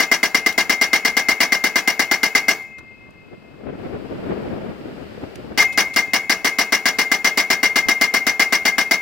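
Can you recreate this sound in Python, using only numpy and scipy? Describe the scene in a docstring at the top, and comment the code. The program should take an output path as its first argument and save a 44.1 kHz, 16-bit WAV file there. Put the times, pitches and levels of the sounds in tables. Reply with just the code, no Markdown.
"""Hammering a steel post

A hydraulic hammer on a truck drives a steel post into dry ground in an open field, about eight blows
a second. Each blow cracks, clatters in the cap on top of the post and leaves the post ringing near
2.1 kHz. The hammer pauses, a gust buffets the microphone, then the blows start again and gather speed.
The engine rumbles quietly underneath."""
import sys
import numpy as np
from scipy import signal
from scipy.fft import rfft, irfft, next_fast_len
from scipy.io import wavfile
from scipy.ndimage import uniform_filter1d

SR = 44100
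rng = np.random.default_rng(int(sys.argv[2]) if len(sys.argv) > 2 else 0)


def put_to_file(sound):
    """Save the sound as 16-bit audio at rate SR, in the file named by the first command-line argument."""
    columns = np.atleast_2d(sound).T  # one column per channel
    safe = np.clip(columns, -1, 1)
    whole_steps = np.round(safe * 32767)
    wavfile.write(sys.argv[1], SR, whole_steps.astype(np.int16))


N = 397341
BLOW_SAMPLES = 16384
TIME = np.arange(N) / SR
AGE = np.arange(BLOW_SAMPLES) / SR  # seconds since a blow began

# how much louder the machine is on the left: pitch_hz, left_minus_right_db
RIG_BALANCE = [(60, 7), (110, -6), (200, 0.5), (380, 4.5), (700, 2.5), (1290, 2.5), (2380, 2), (4400, 4.5),
               (8120, 0.5), (15000, -1.5)]
# the hollow post's many high resonances (pitches it favours), drawn once for all blows
TUBE_HZ = np.linspace(2800, 15800, 110) + rng.uniform(-70, 70, 110)
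TUBE_STRENGTH = rng.exponential(1, 110)


def piston():
    """List the blows: when the piston lands and how each landing sounds."""
    # spells of hammering: start_s, end_s, looseness (0 to 1), clang_db, beat_hz, first_dip_s
    runs = [(0.0, 2.55, 0.1, 5.5, 13, 0.074), (5.5758, 8.98, 1, 2.5, 18, 0.0572)]
    # the piston's pace, slow just after the pause: time_s, gap_to_next_blow_s
    pace = [(0, 0.1147), (0.93, 0.1185), (1.4, 0.1176), (2.24, 0.1191), (2.35, 0.1326), (5.58, 0.1993),
            (6.45, 0.1397), (6.86, 0.1301), (7.95, 0.1266), (8.3, 0.1288)]
    # how freely the post rings as it sinks: time_s, level_db
    ringing = [(0.0, -32), (0.23, -36), (0.85, -26.5), (1.3, -30), (2.48, -30), (5.57, -17.5),
               (5.78, -24.5), (6.4, -27.5), (7.7, -22.5), (8.9, -22.5)]
    usual_gap_s, seating_s = 0.125, 0.06
    blows = []
    for start_s, end_s, looseness, clang_db, beat_hz, first_dip_s in runs:
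        now = start_s
        while now < end_s:
            gap_s = np.interp(now, *np.transpose(pace))
            chance = rng.standard_normal(4)
            # after a rest the cap sits loose: less crack, longer clatter, more singing
            loose = looseness * np.exp((start_s - now) / seating_s)
            blows.append(dict(
                start_s=now,
                crack_db=-3 * loose + 0.5 * chance[0],
                clatter_db=-0.5 + 37 * (gap_s - usual_gap_s) + 1.4 * chance[1],  # slower lands harder
                clatter_s=(0.032 + 0.019 * loose) * (1 + 0.023 * chance[2]),
                ring_db=np.interp(now, *np.transpose(ringing)),
                singing_db=7 * loose,
                clang_db=clang_db, beat_hz=beat_hz, first_dip_s=first_dip_s))
            now += gap_s
    return blows


def hammer(blows, bounce_s=0.021, first_bounce_s=0.011):
    """The piston cracks on the cap, the cap bounces and clatters, and the machine's shaking dies away."""
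    # tone of each of these three stages: pitch_hz, level_db
    crack_tone = [(110, -33.5), (200, -30), (330, -20.5), (550, -22), (900, -20.5), (1400, -14),
                  (1900, -16.5), (2600, -16.5), (3500, -19.5), (5500, -14.5), (8000, -20.5), (12500, -26),
                  (15500, -14.5)]
    clatter_tone = [(110, -48), (200, -31.5), (330, -28.5), (550, -29), (900, -22), (1400, -22),
                    (1900, -17.5), (2600, -17), (3500, -23), (5500, -18), (8000, -27.5), (12500, -33),
                    (15500, -26)]
    tail_tone = [(110, -43.5), (200, -28), (330, -37), (550, -37.5), (900, -37.5), (1400, -38), (1900, -38),
                 (2600, -39.5), (3500, -45), (5500, -43), (8000, -48.5), (12500, -54.5), (15500, -45.5)]
    crack_db, clatter_db, clatter_s = (np.array([[blow[name]] for blow in blows])
                                       for name in ("crack_db", "clatter_db", "clatter_s"))
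    bounces_db = 1.5 * np.cos(2 * np.pi * (AGE - first_bounce_s) / bounce_s)
    crack = from_db(crack_db - 0.35) * swell(rise_s=0.00031, hold_s=0.011, fade_s=0.028)
    clatter = from_db(clatter_db + bounces_db + 1) * swell(rise_s=0.017, hold_s=clatter_s, fade_s=0.1)
    tail = from_db(clatter_db / 2 + 9) * swell(rise_s=0.026, hold_s=0.027, fade_s=0.44)
    return (strike(blows, crack, crack_tone, tube(width_hz=51, share=0.98), resonance_db=0)
            + strike(blows, clatter, clatter_tone, tube(width_hz=16, share=0.67), resonance_db=-1.5)
            + strike(blows, tail, tail_tone, tube(width_hz=6, share=0.9), resonance_db=-2.5))


def strike(blows, envelopes, tone, tube_power, resonance_db, soil_hz=45, lowest_hz=162):
    """Metal hits metal: one burst of noise per blow passes through the steel's resonances."""
    # resonances of the post with the hammer resting on it: pitch_hz, width_hz, height_db
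    steel = [(327, 30, 11.5), (437, 4.6, 15), (672, 97, 15.5), (815, 27, 10.5), (878, 24, 9.5),
             (995, 50, 9.5), (1182, 140, 8), (1205, 160, 4.5), (1609, 52, 14), (1660, 85, 15),
             (2072, 168, 16), (2208, 3.3, 22), (2825, 49, 7), (3200, 64, 12), (3716, 210, 7.5),
             (4510, 73, 5), (4360, 83, 7.5), (4950, 68, 7.5), (5390, 130, 11), (6020, 99, 8.5),
             (7010, 32, 12), (7550, 130, 5.5), (8000, 30, 10), (9434, 58, 11.5), (9730, 120, 4.5),
             (11430, 330, 6.5), (13381, 24, -7.5), (14700, 150, -3), (15000, 140, -10)]
    # how much of the sound is the same in every blow: pitch_hz, share (0 to 1)
    repeats = [(200, 0.5), (1500, 0.56), (4000, 0), (12000, 0.25)]
    hz = frequencies(BLOW_SAMPLES)
    same = np.clip(at_hz(repeats, hz), 0, 1)
    repeated = np.sqrt(same) * contact_pattern(envelopes.mean(axis=0))
    fresh = np.sqrt(1 - same) * rig_noise(len(blows))
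    bursts = irfft((repeated + fresh) * side_gains(RIG_BALANCE, hz) * np.sqrt(tube_power))
    force = np.zeros((2, N))
    for blow, burst, envelope in zip(blows, bursts, envelopes):
        add(force, blow["start_s"], burst * envelope)
    peaks = 0
    for pitch_hz, width_hz, height_db in steel:
        if pitch_hz < 600:  # soil damps the low resonances, which widens them
            width_hz += soil_hz
        peaks += from_db(height_db + resonance_db) ** 2 * resonance(hz, pitch_hz, width_hz)
    response = tap_response(from_db(at_hz(tone, hz)) * np.sqrt(1 + peaks))
    sound = signal.oaconvolve(force, response[None], axes=1)[:, :N]
    bass_cut = signal.butter(4, lowest_hz, "high", fs=SR, output="sos")  # a slim post gives little bass
    return signal.sosfilt(bass_cut, sound)


def tube(width_hz, share):
    """The hollow post gathers a share of the treble into narrow peaks: a power gain per frequency."""
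    hz = frequencies(BLOW_SAMPLES)
    peaks = 0.03 + sum(strength * resonance(hz, pitch_hz, width_hz)
                       for pitch_hz, strength in zip(TUBE_HZ, TUBE_STRENGTH))
    return 1 - share + share * peaks / uniform_filter1d(peaks, 220)


def contact_pattern(envelope):
    """Spectrum of random metal contacts, evened out so that no pitch stands out under this envelope."""
    pattern = rig_noise(1)[0]
    for _ in range(4):
        spectrum = rfft(irfft(pattern) * envelope)
        power = np.mean(abs(spectrum) ** 2, axis=0) / np.sum(envelope ** 2)
        pattern = pattern / np.sqrt(uniform_filter1d(power, 45) + 1e-9)
    return pattern


def rig_noise(count):
    """Spectra of stereo white noises, partly alike on the left and right as the machine's sound is."""
    # how alike the two sides are: pitch_hz, likeness (-1 opposite, 1 the same)
    likeness = [(100, -0.7), (300, 0.83), (1000, 1), (2300, 0.75), (5000, 0.44), (15000, 1)]
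    # how far the left wave runs ahead of the right: pitch_hz, lead_radians
    left_lead = [(2500, 0), (3400, 1.5), (4300, .5), (7200, -1.8), (8500, -2.5), (9500, -1), (12000, -1.9),
                 (13500, 2)]
    hz = frequencies(BLOW_SAMPLES)
    middle, side = rfft(rng.standard_normal((2, count, 1, BLOW_SAMPLES)))
    alike = np.clip(at_hz(likeness, hz), -1, 1)
    sign = np.array([[1], [-1]])
    stereo = np.sqrt((1 + alike) / 2) * middle + np.sqrt((1 - alike) / 2) * side * sign
    return stereo * np.exp(0.5j * at_hz(left_lead, hz) * sign)


def post_ring(blows, pitch_hz=2127, choke_s=0.0036):
    """The post rings with two close, beating tones and many single ones; each blow restarts them."""
    # lightly damped tones of the post: pitch_hz, level_db, fade_s (time to fall 60 dB)
    singing = [(774, -35.5, 0.5), (840, -37.5, 0.3), (2107, -28, 1.65), (2100, -43, 4.9),
               (2556, -50.5, 3.2), (2560, -48, 6), (2590, -49.5, 4.3), (2930, -29, 0.15), (3270, -38, 0.17),
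               (4257, -33.5, 0.12), (4580, -33, 0.18), (5590, -30, 0.11), (5800, -42.5, 0.18),
               (7000, -44.5, .5), (10000, -47, 0.35), (11600, -48, .35), (14810, -39.5, .3)]
    out = np.zeros(N)
    gaps_s = np.diff([blow["start_s"] for blow in blows], append=np.inf)
    envelope = swell(rise_s=0.03, hold_s=0.035, fade_s=0.36)
    for blow, gap_s in zip(blows, gaps_s):
        phase = 2 * np.pi * (pitch_hz * AGE + rng.random())
        lag = 2 * np.pi * blow["beat_hz"] * (AGE - blow["first_dip_s"])
        pair = np.sin(phase) - from_db(-2) * np.sin(phase - lag)
        age = TIME[TIME < gap_s + choke_s]
        ring = np.zeros(len(age))
        for hz, level_db, fade_s in singing:
            start_db = level_db + blow["singing_db"] + 1.5 * rng.standard_normal()
            ring += from_db(start_db - 60 * age / fade_s) * np.sin(2 * np.pi * (hz * age + rng.random()))
        ring[:BLOW_SAMPLES] += (from_db(blow["ring_db"] + 5) * pair * envelope)[:len(age)]
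        choke = np.clip(1 - (age - gap_s) / choke_s, 0, 1)  # the next blow stops this ring
        add(out, blow["start_s"], ring * choke)
    return out * lean_left(db=5.5)


def clang(blows, pitch_hz=2080, level_db=-14):
    """While the piston presses on the cap, the post's main tone sounds hard and slightly flat."""
    out = np.zeros(N)
    envelope = swell(rise_s=0.0016, hold_s=0.011, fade_s=0.026)
    for blow in blows:
        tone = np.sin(2 * np.pi * (pitch_hz * AGE + rng.random()))
        gain = from_db(level_db + blow["crack_db"] + blow["clang_db"])
        add(out, blow["start_s"], gain * tone * envelope)
    return out * lean_left(db=5)


def thud(blows, level_db=-18):
    """The post jerks into the ground with a dry thud; the hammer's body drops back on it more softly."""
    out = np.zeros(N)
    jerk = bump(hz=267.3, peak_s=0.00591, width_s=0.0043)
    drop_back = from_db(-14) * bump(hz=215, peak_s=0.039, width_s=0.0032)
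    for blow in blows:
        add(out, blow["start_s"], from_db(level_db + blow["crack_db"]) * (jerk + drop_back))
    return out * lean_left(db=3)


def zing(blows, start_hz=4700, top_hz=6100, climb_s=0.015, width_hz=300, level_db=-24):
    """Some waves travel slowly along the tube wall and arrive late, so each blow trails a rising zing."""
    out = np.zeros((2, N))
    smoothing = signal.butter(2, width_hz, fs=SR, output="sos")
    for blow in blows:
        delay_s = 0.018 + 0.00504 * rng.standard_normal()
        pitch_hz = top_hz - (top_hz - start_hz) * np.exp(-np.maximum(AGE - delay_s, 0) / climb_s)
        tone = np.sin(2 * np.pi * np.cumsum(pitch_hz) / SR)
        roughness = unit_level(signal.sosfilt(smoothing, rng.standard_normal(BLOW_SAMPLES)))
        envelope = swell(rise_s=0.0098, hold_s=blow["clatter_s"], fade_s=0.085)
        add(out, blow["start_s"], from_db(level_db + blow["clatter_db"]) * roughness * tone * envelope)
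    return out * lean_left(db=9.5)


def knocks():
    """Loose parts of the machine knock, each with a short burst of noise."""
    # small knocks and rattles: start_s, level_db, pitch_hz, fade_s (time to fall 60 dB)
    hits = [(0.522, -29, 2900, 0.035), (2.615, -52, 5600, 0.063), (2.78, -42, 1600, 0.055),
            (3.105, -57, 5000, 0.022), (5.355, -36, 3000, 0.022), (5.719, -36, 2960, 0.091),
            (5.935, -31, 3120, 0.057)]
    out = np.zeros((2, N))
    for (start_s, level_db, pitch_hz, fade_s), noise in zip(hits, irfft(rig_noise(len(hits)))):
        band = signal.butter(1, [pitch_hz / 2, pitch_hz * 2], "band", fs=SR, output="sos")
        burst = unit_level(signal.sosfilt(band, noise))
        add(out, start_s, from_db(level_db) * burst * swell(fade_s / 8, fade_s / 8, fade_s))
    return out


def wind(lump_db=3, lump_hz=32):
    """Swirling air hits each side of the microphone in lumps, with a deep rumble below and hiss above."""
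    # strength of the gust and of the air's hiss: time_s, level_db
    gust_levels = [(2.85, -56), (3.55, -49.5), (3.64, -39), (3.9, -34.5), (4.05, -37), (4.28, -30.5),
                   (4.55, -31), (4.8, -36.5), (5.1, -40.5), (5.5, -41)]
    hiss_levels = [(2.9, -70), (3.17, -70.5), (3.71, -68), (3.84, -61.5), (3.98, -62), (4.4, -59),
                   (4.71, -61), (5.01, -60), (5.3, -59.5)]
    # tone of the deep rumble, the buffeting and the hiss: pitch_hz, level_db
    deep_tone = [(25, -33), (60, -2), (140, 0), (220, -2), (400, -37), (1000, -90)]
    buffet_tone = [(90, -18), (220, 1), (400, -0.5), (600, -7), (1000, -19.5), (1400, -19.5), (2300, -26),
                   (3500, -36.5), (8000, -80)]
    hiss_tone = [(1650, -5), (2800, -5), (3580, -12.5), (4930, -12.5), (5990, -24), (7940, -23.5),
                 (9730, -29.5), (15100, -29), (15800, -44)]
    # how much louder the wind is on the left: pitch_hz, left_minus_right_db
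    balance = [(60, 5), (110, -1.5), (200, 2), (380, 5.5), (700, 9), (1290, 6), (2380, 0.5), (4400, 3),
               (8120, -0.5), (15000, -8)]
    push = gust(gust_levels, fade_s=0.64) + eddies()
    lumps = from_db(lump_db * np.array([drift(lump_hz), drift(lump_hz)]))
    deep = from_db(-14) * push ** 0.72 * shaped_noise(deep_tone, balance, lumps)  # swells less steeply
    buffet = from_db(3) * push * shaped_noise(buffet_tone, balance, lumps)
    hiss = from_db(14) * gust(hiss_levels, fade_s=1) * shaped_noise(hiss_tone, balance)
    return deep + buffet + hiss


def gust(levels, fade_s):
    """The wind's strength over time, fading in before the first row and out after the last."""
    time_s, level_db = np.transpose(levels)
    outside_s = np.maximum(time_s[0] - TIME, TIME - time_s[-1])
    return np.clip(1 - outside_s / fade_s, 0, 1) * from_db(np.interp(TIME, time_s, level_db))


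def eddies():
    """Each small swirl of air gives the wind a brief extra push."""
    # swirls that hit the microphone: peak_s, level_db, width_s
    swirls = [(3.335, -40, .012), (3.69, -33, .022), (3.86, -36, .015), (3.95, -32, .022), (4.14, -34, .03),
              (4.315, -29, .02), (4.67, -37, .025), (5.24, -39, .03), (5.392, -39, .012),
              (5.517, -33, .012)]
    return sum(from_db(level_db) * np.exp(-np.minimum(((TIME - peak_s) / width_s) ** 2, 20))
               for peak_s, level_db, width_s in swirls)


def rumble(level_db=-49.5, uneven_db=5):
    """The engine and the moving air make a low, uneven background."""
    # tone of the engine and the field: pitch_hz, level_db
    tone = [(15, -65), (25, -13), (74, -10), (123, -7.5), (161, -10.5), (251, -6.5), (533, -17), (594, -15),
            (1800, -22.5), (2340, -65), (3960, -120)]
    flutter = from_db(uneven_db * drift(rate_hz=26))
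    return from_db(level_db) * shaped_noise(tone, RIG_BALANCE, flutter)


def shaped_noise(tone, balance, flutter=1):
    """Separate left and right noises, made to flutter and then given a tone; average level 1."""
    size = next_fast_len(N)
    hz = frequencies(size)
    noise = rfft(rng.standard_normal((2, N)) * flutter, size)
    spectrum = noise * from_db(at_hz(tone, hz)) * side_gains(balance, hz)
    return unit_level(irfft(spectrum, size)[:, :N])


def drift(rate_hz):
    """A random wobble, mostly slower than rate_hz."""
    return unit_level(irfft(rfft(rng.standard_normal(N)) / (1 + (frequencies(N) / rate_hz) ** 2), N))


def swell(rise_s, hold_s, fade_s):
    """An envelope (loudness over time): rise, hold until hold_s, then fall 60 dB every fade_s."""
    return np.minimum(AGE / rise_s, 1) * from_db(-60 * np.maximum(AGE - hold_s, 0) / fade_s)


def bump(hz, peak_s, width_s):
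    """A low push of a cycle or two."""
    return np.sin(2 * np.pi * hz * (AGE - peak_s)) * np.exp(-((AGE - peak_s) / width_s) ** 2)


def resonance(hz, pitch_hz, width_hz):
    """A peak of height 1 around one pitch."""
    return 1 / (1 + (2 * (hz - pitch_hz) / width_hz) ** 2)


def tap_response(gain):
    """How a filter with these gains answers a tap, with nothing sounding early (minimum phase)."""
    cepstrum = irfft(np.log(gain + 1e-9))
    half = len(cepstrum) // 2
    folded = np.r_[cepstrum[0], 2 * cepstrum[1:half], np.zeros(half)]
    return irfft(np.exp(rfft(folded)))


def at_hz(table, hz):
    """Read between the rows of a (pitch_hz, value) table, with octaves evenly spaced."""
    pitch_hz, value = np.transpose(table)
    return np.interp(np.log(np.maximum(hz, 1)), np.log(pitch_hz), value)


def lean_left(db):
    """Left and right gains that make the left louder by db."""
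    return from_db(db * np.array([[0.5], [-0.5]]))


def side_gains(balance, hz):
    return lean_left(at_hz(balance, hz))


def frequencies(size):
    return np.arange(size // 2 + 1) * SR / size


def from_db(db):
    return 10 ** (np.asarray(db) / 20)


def unit_level(sound):
    return sound / np.sqrt(np.mean(sound ** 2) + 1e-20)


def add(track, start_s, sound):
    """Mix a sound into the track."""
    start = max(0, round(start_s * SR))
    part = sound[..., :N - start]
    track[..., start:start + part.shape[-1]] += part


def scene():
    """Every blow shakes the cap and the post; wind and engine fill the pause."""
    blows = piston()
    hammering = hammer(blows) + thud(blows) + clang(blows) + zing(blows) + post_ring(blows)
    return hammering + knocks() + wind() + rumble()


def record(dry, ceiling=0.97, cutoff_hz=15900):
    """Round off the loudest peaks and cut the highest treble."""
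    rounded = ceiling * np.tanh(dry / ceiling)
    return signal.sosfilt(signal.ellip(10, 0.1, 80, cutoff_hz, fs=SR, output="sos"), rounded)


dry = scene()
out = record(dry)
put_to_file(out)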